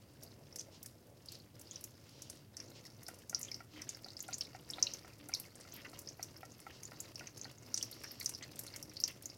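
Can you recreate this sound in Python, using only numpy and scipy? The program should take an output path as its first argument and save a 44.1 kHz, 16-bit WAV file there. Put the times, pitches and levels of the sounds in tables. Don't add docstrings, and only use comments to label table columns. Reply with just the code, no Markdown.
import sys
import numpy as np
from scipy import signal
from scipy.fft import rfft, irfft, next_fast_len
from scipy.io import wavfile
from scipy.ndimage import uniform_filter1d

SR = 44100
rng = np.random.default_rng(int(sys.argv[2]) if len(sys.argv) > 2 else 0)


def bounce(signal):
    frames = np.transpose(np.atleast_2d(signal))
    limited = np.clip(frames, -1, 1)
    pcm = np.round(limited * 32767).astype(np.int16)
    wavfile.write(sys.argv[1], SR, pcm)


N = 413216
TIME = np.arange(N) / SR
PATTER_DB = -66.5

# t/s, level/dB, f/Hz
POPS = [(0.226, -58, 5550), (0.275, -61, 4600), (0.526, -56, 5470), (0.5944, -42.5, 5840),
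        (1.286, -46.5, 4550), (1.324, -54, 4400), (1.353, -57, 4300), (1.4, -59.5, 4400),
        (1.671, -58.5, 4700), (1.711, -46.5, 6530), (1.715, -59, 3370), (1.7583, -44.5, 5600),
        (1.765, -63, 3000), (2.5687, -44.5, 5560), (2.6017, -45, 5570), (2.853, -65, 6600),
        (2.86, -57, 5210), (3.0653, -50.5, 5120), (3.347, -30.5, 5500), (3.4303, -40.5, 6500),
        (3.4485, -48, 6350), (3.484, -52.5, 3170), (3.516, -41, 5220), (3.5157, -53, 2120),
        (3.5437, -42, 5200), (3.819, -44.5, 5600), (3.8917, -39.5, 6600), (3.947, -49, 5130),
        (4.0447, -46.5, 4770), (4.085, -52, 4140), (4.1038, -52.5, 4830), (4.1677, -45.5, 4950),
        (4.2044, -41.5, 6600), (4.329, -46, 4540), (4.3332, -41.5, 6500), (4.342, -38.5, 6430),
        (4.409, -35, 5270), (4.45, -54.5, 4000), (4.452, -53, 5200), (4.701, -41, 5180), (4.735, -43, 3690),
        (4.791, -51, 4070), (4.8264, -24, 5780), (4.845, -53, 5330), (4.915, -51, 5350),
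        (4.8683, -36.5, 4240), (4.8693, -44, 2830), (4.9366, -40.5, 6000), (5.099, -64, 2500),
        (5.129, -66, 2370), (5.33, -49.5, 2300), (5.338, -32.5, 5470), (5.3486, -37, 4440),
        (5.452, -61.5, 2080), (5.722, -51.5, 6150), (6.0736, -46.5, 5100), (6.088, -45, 5900),
        (6.228, -40, 5820), (6.365, -54, 5210), (6.519, -58, 6400), (6.853, -47, 6600),
        (7.0028, -42.5, 6900), (7.1568, -45, 5170), (7.193, -52.5, 5700), (7.196, -51.5, 2620),
        (7.271, -46.5, 6030), (7.377, -52, 6400), (7.414, -44, 6340), (7.4443, -47.5, 4450),
        (7.583, -59, 6440), (7.7426, -31.5, 5800), (7.775, -42, 5650), (7.8114, -48.5, 3100),
        (7.827, -34.5, 5600), (7.927, -49.5, 4350), (8.042, -47.5, 5460), (8.1093, -49, 5000),
        (8.211, -44.5, 4380), (8.2095, -49, 2130), (8.2601, -32, 5750), (8.338, -50, 5570),
        (8.3487, -42.5, 5130), (8.424, -54, 3270), (8.677, -51, 4220), (8.739, -50.5, 4600),
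        (8.827, -47, 5560), (8.896, -54, 5500), (8.968, -43, 4600), (9.002, -41.5, 5030),
        (9.038, -27, 5660), (9.077, -43, 4720), (9.257, -41.5, 6500), (9.3, -49, 5200)]
# t/s, relative level/dB
LICKS = [(3.0866, -52.5), (3.329, -53.5), (3.6058, -56), (4.0615, -57.5), (4.2873, -49.5), (4.5488, -51.5),
         (4.7839, -50), (5.0475, -59.5), (5.293, -55), (5.6508, -63.5), (5.9321, -58.5), (6.1952, -52),
         (6.4314, -51.5), (6.6669, -52), (6.9186, -57), (7.2092, -55.5), (7.4545, -56)]


def undb(db):
    return 10 ** (np.asarray(db) / 20)


def unit(x):
    return x / np.sqrt(np.mean(x ** 2) + 1e-30)


def set_attack(sound, db):
    return sound * undb(db) / np.sqrt(np.mean(sound[:353] ** 2))


def add(track, s, sound):
    i = int(np.clip(s * SR, 0, N - 1))
    track[i:i + len(sound)] += sound[:N - i]


def fade(t, t60):
    return np.exp(-np.log(1000) * t / t60)


def swells(events):
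    return sum(undb(db) * np.exp(-((TIME - s) / half) ** 2) for s, half, db in events)


def bursts(events, rise_s, fall_s):
    t = TIME[::100]
    s, db = np.transpose(events)[:, :, None]
    shapes = undb(db) * np.exp(-np.where(t < s, (s - t) / rise_s, (t - s) / fall_s))
    return np.interp(TIME, t, np.sqrt(np.sum(shapes ** 2, axis=0)))


def wander(rate):
    hold = int(SR / rate)
    steps = np.repeat(rng.standard_normal(N // hold + 1), hold)
    return unit(uniform_filter1d(uniform_filter1d(steps, hold), hold)[:N])


def colour(x, curve):
    hz, db = np.transpose(curve)
    size = next_fast_len(len(x) + 512, True)
    f = np.maximum(np.arange(size // 2 + 1) * SR / size, 1)
    gain = undb(np.interp(np.log(f), np.log(hz), db))
    return irfft(rfft(x, size) * gain, size)[:len(x)]


def tint(x, spread_db=3.5):
    hz = np.geomspace(1000, 16000, 13)
    return colour(x, np.column_stack([hz, spread_db * rng.standard_normal(len(hz))]))


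def ring(modes, t, detune):
    return sum(undb(db) * fade(t, t60) * np.sin(2 * np.pi * hz * ratio * t)
               for (hz, db, t60), ratio in zip(modes, detune))


def bowl(scatter, t60, wet_db, room_t60=0.22):
    t = TIME[:SR // 6]
    steel, room = rng.standard_normal((2, len(t)))
    steel = steel * fade(t, t60) * (t > .0006)
    room = room * fade(t, room_t60) * np.minimum(t / 0.00092, 1)
    early = (t == 0) + scatter * steel / np.linalg.norm(steel)
    return early / np.linalg.norm(early) + undb(wet_db) * room / np.linalg.norm(room)


def in_bowl(sound, t60, wet_db, scatter=1):
    return signal.fftconvolve(sound, bowl(scatter, t60, wet_db))


def bubble(hz, cycles):
    age = np.arange(int(6 * cycles * SR / hz)) * hz / SR / cycles
    envelope = age ** 4 * np.exp(4 * (1 - age))
    return envelope * np.sin(2 * np.pi * cycles * (age + 0.0042 * age ** 2))


def impacts(rate, spread_db):
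    hits, count = np.zeros(N), int(rate * N / SR)
    when, force, side = rng.random((count, 3)).T
    size = undb(spread_db * np.minimum(-np.log(1 - force), 4))
    hits[(when * N).astype(int)] = size * np.sign(side - .5)
    return hits


def spatter(curve, rate, spread_db, spots=6):
    out = np.zeros(N)
    for _ in range(spots):
        hits = impacts(rate / spots, spread_db) * undb(4 * wander(14))
        echoes = tint(bowl(scatter=1.4, t60=0.018, wet_db=-12.5))
        out += signal.oaconvolve(hits, echoes)[:N]
    return unit(colour(out, curve))


def flow_db(t):
    # t/s, flow/dB
    flow = [(0, -3.5), (0.7, -5), (1.1, -10.5), (1.75, -4), (2.0, -7.5), (2.65, 2), (3.0, -3), (3.5, 0.5),
            (4.5, -1), (4.8, 4.5), (5.15, -2.5), (5.9, 1.5), (6.5, -3), (7.3, 2), (7.85, 2), (8.4, 1),
            (8.75, 1.5), (9.37, -0.5)]
    return np.interp(t, *np.transpose(flow))


def broken_db(t):
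    # t/s, half length/s, depth/dB
    breaks = [(0.037, 0.12, -5), (1.52, 0.019, -11), (2.485, 0.059, -15), (3.257, 0.033, -3.5),
              (3.684, 0.055, -16), (4.63, 0.059, -4.5), (5.518, 0.034, -5), (7.137, 0.0086, -12),
              (7.323, 0.033, -10), (7.577, 0.041, -11.5), (9.205, 0.022, -5.5)]
    return sum(db * np.exp(-((t - s) / half) ** 2) for s, half, db in breaks)


def strays(count, offset_db, spread_db):
    when, force, smallness = rng.random((count, 3)).T
    s = when * N / SR
    db = PATTER_DB + flow_db(s) + broken_db(s) + offset_db + spread_db * force ** 2
    return np.column_stack([s, db, smallness])


def rumble(drone_db=-62.5, hum_db=-66.5, hum_hz=108.8, waver=.13):
    # f/Hz, gain/dB
    drone_eq = [(20, -28), (45, -20), (70, -9.5), (100, -4.5), (130, -3), (180, -9), (330, -13.5),
                (550, -19), (800, -25.5), (1300, -28.5), (2600, -32.5), (5300, -34), (8000, -35.5),
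                (16000, -35)]
    pitch = hum_hz * (1 + waver * wander(40))
    hum = np.sin(2 * np.pi * np.cumsum(pitch) / SR)
    drone = colour(rng.standard_normal(N), drone_eq)
    return undb(drone_db) * unit(drone) + undb(hum_db) * unit(hum)


def click(at_s=8.2785, peak_db=-34):
    out = np.zeros(N)
    add(out, at_s, undb(peak_db) * fade(TIME[:SR // 100], t60=0.00027))
    return out


def hisses():
    # t/s, half length/s, level/dB
    spells = [(0.327, 0.08, -87), (0.753, 0.033, -60.5), (1.332, 0.064, -61.5), (1.75, 0.13, -65.5),
              (2.22, 0.18, -63.5), (2.771, 0.029, -59), (3.768, 0.067, -62.5), (4.89, 0.085, -60),
              (5.75, 0.029, -57.5), (6.757, 0.037, -60.5), (8.015, 0.29, -64.5)]
    # f/Hz, gain/dB
    hiss_eq = [(1000, 4.5), (2000, -1), (2800, 10.5), (3600, 9), (4400, 11.5), (5400, 12), (6500, 6),
               (7600, 0), (16000, -31)]
    return swells(spells) * unit(colour(rng.standard_normal(N), hiss_eq))


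def sizzle():
    # t/s, half length/s, level/dB
    spells = [(4.89, 0.044, -62), (5.375, 0.035, -63), (8.02, 0.3, -63), (9.08, 0.098, -65)]
    # f/Hz, gain/dB
    sizzle_eq = [(2000, -24), (3700, -16), (4250, 2), (4900, 6), (5500, 17), (6200, -7), (7400, -19),
                 (16000, -43)]
    return swells(spells) * spatter(sizzle_eq, rate=2500, spread_db=3, spots=3)


def drumming():
    # f/Hz, relative level/dB, t60/s
    modes = [(144, 3, 0.095), (257, -1.5, 0.051), (306.5, -2, 0.083), (350.7, 0, 0.064), (424, 0.5, 0.038),
             (492.6, -3, 0.083), (561.6, -3.5, 0.12), (640, -3, 0.042), (820, -2.5, 0.016)]
    floor = ring(modes, TIME[:SR // 3], detune=np.ones(len(modes)))
    drum = signal.oaconvolve(impacts(rate=320, spread_db=3), floor)[:N]
    return unit(colour(drum, [(60, -15.5), (200, -0.5), (750, -2.5), (1300, -5.5), (4000, -38)]))


def basin():
    # t/s, half length/s, level/dB
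    spells = [(0.255, 0.047, -63), (0.4, 0.027, -63), (0.57, 0.04, -62), (0.68, 0.03, -61),
              (1.11, 0.055, -64.5), (1.35, 0.043, -69), (1.66, 0.043, -74), (2.27, 0.05, -68)]
    # f/Hz, gain/dB
    murmur_eq = [(200, -24), (400, -8), (620, -3), (800, -5), (1300, -14)]
    return swells(spells) * unit(colour(drumming(), murmur_eq))


def booms():
    # t/s, rise/s, peak level/dB, f/Hz
    notes = [(2.598, 0.014, -58, 310), (3.724, 0.037, -55, 303.4), (5.158, 0.062, -56, 292.7),
             (7.631, 0.027, -56.5, 244)]
    out, t = np.zeros(N), TIME[:SR // 3]
    for s, rise, db, hz in notes:
        envelope = (t / rise * np.exp(1 - t / rise)) ** 2
        add(out, s, undb(db) * envelope * np.sin(2 * np.pi * hz * t))
    return out


def crackle(centre_hz=5200, range_octaves=.8):
    out = np.zeros(N)
    for s, db, smallness in strays(count=340, offset_db=-1.5, spread_db=7):
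        hz = centre_hz * 2 ** (range_octaves * (smallness - .5))
        pip = bubble(hz, cycles=.8 + 4 * rng.random() ** 2)
        add(out, s, set_attack(in_bowl(pip, t60=0.029, wet_db=-13), db))
    return out


def dribble(lowest_hz=1500, range_octaves=1.2):
    out = np.zeros(N)
    for s, db, smallness in strays(count=150, offset_db=-1, spread_db=8):
        hz = lowest_hz * 2 ** (range_octaves * smallness)
        tick = bubble(hz, cycles=.6 + 2.5 * rng.random() ** 2)
        add(out, s, set_attack(in_bowl(tick, t60=0.029, wet_db=-13.5), db))
    return out


def squelches(bubbles_per_s=340, pitch_spread=.56):
    # t/s, length/s, level/dB, first f/Hz, last f/Hz
    runs = [(0.584, 0.031, -49.5, 6800, 6840), (1.72, 0.057, -65.5, 3600, 3140),
            (3.431, 0.054, -64, 3020, 3360), (3.758, 0.071, -57.5, 2550, 1880),
            (3.879, 0.065, -65.5, 2660, 3600), (4.236, 0.015, -58, 2820, 3800),
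            (4.308, 0.025, -58, 3830, 2300), (4.409, 0.015, -47, 3280, 3940),
            (5.765, 0.047, -58.5, 2300, 2360), (5.845, 0.023, -50.5, 2290, 1980),
            (5.945, 0.019, -60, 3250, 2820), (6.697, 0.014, -55.5, 2300, 2490),
            (7.263, 0.017, -58, 3100, 2760), (8.034, 0.017, -51.5, 2560, 2070),
            (8.419, 0.025, -54, 2200, 2440), (8.424, 0.018, -49.5, 5900, 5370),
            (8.732, 0.029, -56.5, 2320, 2390), (9.075, 0.033, -54, 2650, 2200)]
    out = np.zeros(N)
    for s, length, db, first_hz, last_hz in runs:
        run = np.zeros(SR // 4)
        count = int(np.clip(length * bubbles_per_s, 3, 60))
        for k, (late, pitch, size, purity) in enumerate(rng.random((60, 4))[:count]):
            progress = (k + late) / count
            slide_hz = first_hz + progress * (last_hz - first_hz)
            hz = slide_hz * np.exp(pitch_spread * (pitch - .5))
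            cycles = .9 + 3 * purity ** 2
            add(run, progress * length, undb(7 * size) * bubble(hz, cycles) / np.sqrt(cycles))
        run = in_bowl(run, t60=0.018, wet_db=-10)
        rms = np.sqrt(np.sum(run ** 2) / (length * SR))
        add(out, s, run * undb(db) / rms)
    return out


def drops(gain_db=1.5, body_db=-3):
    # t/s, relative level/dB, treble tilt/dB
    large = [(0.2337, -52.5, 13), (0.5592, -45.5, 1), (0.8296, -48.5, 9), (0.8604, -48.5, -1),
             (1.259, -58.5, -1), (1.32, -52, 8), (1.595, -57, 6), (1.6135, -53.5, 7), (1.81, -56, 8),
             (1.8405, -44.5, 9), (2.2205, -48.5, 1), (2.299, -47, -10), (2.568, -53.5, -1),
             (3.032, -55, 11), (3.083, -47, 2), (3.143, -59, 6), (3.188, -60, 5), (3.2964, -44, -3),
             (3.3931, -51, 9), (3.4135, -47, 3), (3.8165, -57, 2), (3.8914, -48.5, -12), (4.1942, -60, 27),
             (4.225, -50.5, 13), (4.2814, -53.5, -6), (4.3825, -49, -1), (4.7068, -49, -1),
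             (4.9366, -55, 9), (5.2875, -50.5, 6), (5.3462, -50, 0), (5.399, -45, 8), (5.555, -56, -9),
             (5.6095, -56, -24), (5.7391, -50, 44), (5.7629, -55, 18), (5.9904, -48, 11), (6.2285, -48, -1),
             (6.453, -59, -9), (6.602, -56.5, 0), (6.833, -49, -5), (7.004, -48, 6), (7.377, -58, 13),
             (7.7422, -50, 9), (7.7639, -48.5, -31), (7.7764, -39, -28), (7.827, -47.5, 0),
             (7.914, -50, 10), (8.0364, -53.5, 8), (8.1156, -51.5, 23), (8.2, -46.5, 8), (8.228, -51.5, 1),
             (8.245, -51, 2), (8.2592, -45.5, 3), (8.2932, -42.5, -7), (8.378, -63, 6), (8.558, -55, 2),
             (8.592, -41.5, 4), (8.615, -64, 4), (8.6362, -53.5, 2), (8.666, -50.5, -9), (8.7615, -46, -1),
             (8.8268, -51, 9), (9.0011, -49, 19), (9.013, -52, 6), (9.0784, -47.5, 8), (9.224, -54, 12),
             (9.2568, -54, 12)]
    # f/Hz, gain/dB
    slap_eq = [(300, -19), (2000, -17), (4000, -12.5), (5500, 1.5), (8000, -2.5), (11000, -3.5),
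               (14000, -9.5), (16000, -15.5)]
    faint = [(s, db, 24 * smallness - 6)
             for s, db, smallness in strays(count=150, offset_db=-5, spread_db=11)]
    out, lead = np.zeros(N), 32
    for s, db, bright_db in list(large) + faint:
        slap = np.pad(bowl(scatter=1.9, t60=0.031, wet_db=-9), (lead, 0))
        tilt = [(4000, -bright_db / 2 + body_db), (8500, -bright_db / 2), (13000, bright_db / 2)]
        tick = tint(colour(colour(slap, slap_eq), tilt))
        add(out, s - lead / SR, set_attack(tick, db + gain_db))
    return out


def pops():
    out = np.zeros(N)
    for s, db, hz in POPS:
        pop = bubble(hz, cycles=np.interp(db, [-52, -32], [4.2, 3.0]))
        pop[0] += 0.15
        add(out, s, set_attack(in_bowl(pop, t60=0.034, wet_db=-12), db))
    return out


def stream(fizz_db=-70.5, drum_db=-62.5, spray_db=-60, flick_db=-62.5):
    # f/Hz, gain/dB
    fizz_eq = [(1500, -14), (3400, -8), (4400, 2), (5300, 3.5), (6700, -6), (7500, -13.5), (10000, -10.5),
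               (16000, -20)]
    # f/Hz, gain/dB
    patter_eq = [(400, -1), (800, -0.5), (1000, 1.5), (1150, 0), (1400, 2), (1600, -1.5), (1850, 2),
                 (2200, 2.5), (2400, -8.5), (2700, 2), (3500, -9), (5000, -1), (9000, -14.5)]
    spray = bursts([(s, spray_db + .45 * (db + 49)) for s, db, _ in POPS], rise_s=0.002, fall_s=0.032)
    flick = bursts([(s, flick_db) for s, _ in LICKS], rise_s=0.0034, fall_s=0.12)
    flow = flow_db(TIME)
    fizz_gain = np.hypot(undb(fizz_db + 0.5 * flow), spray)
    patter_gain = np.hypot(undb(PATTER_DB + 1.35 * flow), flick)
    fizz = fizz_gain * spatter(fizz_eq, rate=900, spread_db=6.5)
    patter = patter_gain * spatter(patter_eq, rate=900, spread_db=4)
    drum = undb(drum_db + 0.63 * flow) * drumming()
    return undb(broken_db(TIME)) * (fizz + patter + drum)


def licks(gain_db=-1, detune_spread=0.026):
    # f/Hz, relative level/dB, t60/s
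    mouth = [(751, 14.5, 0.023), (780, -16, 0.012), (1361, 7, 0.036), (1390, -31, 0.029),
             (1902, -1.5, 0.029), (2200, -9.5, 0.033)]
    out = np.zeros(N)
    for s, db in LICKS:
        detune = 1 + detune_spread * rng.standard_normal(len(mouth))
        tock = in_bowl(ring(mouth, TIME[:SR // 10], detune), t60=0.025, wet_db=-9, scatter=.65)
        add(out, s, set_attack(tock, db + gain_db))
    return colour(out, [(200, -15), (600, 2), (2400, 13.0), (3500, -10), (8000, -22)])


def scene():
    splashes = pops() + drops() + crackle() + dribble() + squelches()
    bed = stream() + hisses() + sizzle() + basin() + booms()
    return (splashes + bed + licks() + click() + rumble())[None]


def record(dry):
    return signal.sosfilt(signal.ellip(10, .2, 70, 16200, fs=SR, output="sos"), dry)


dry = scene()
out = record(dry)
bounce(out)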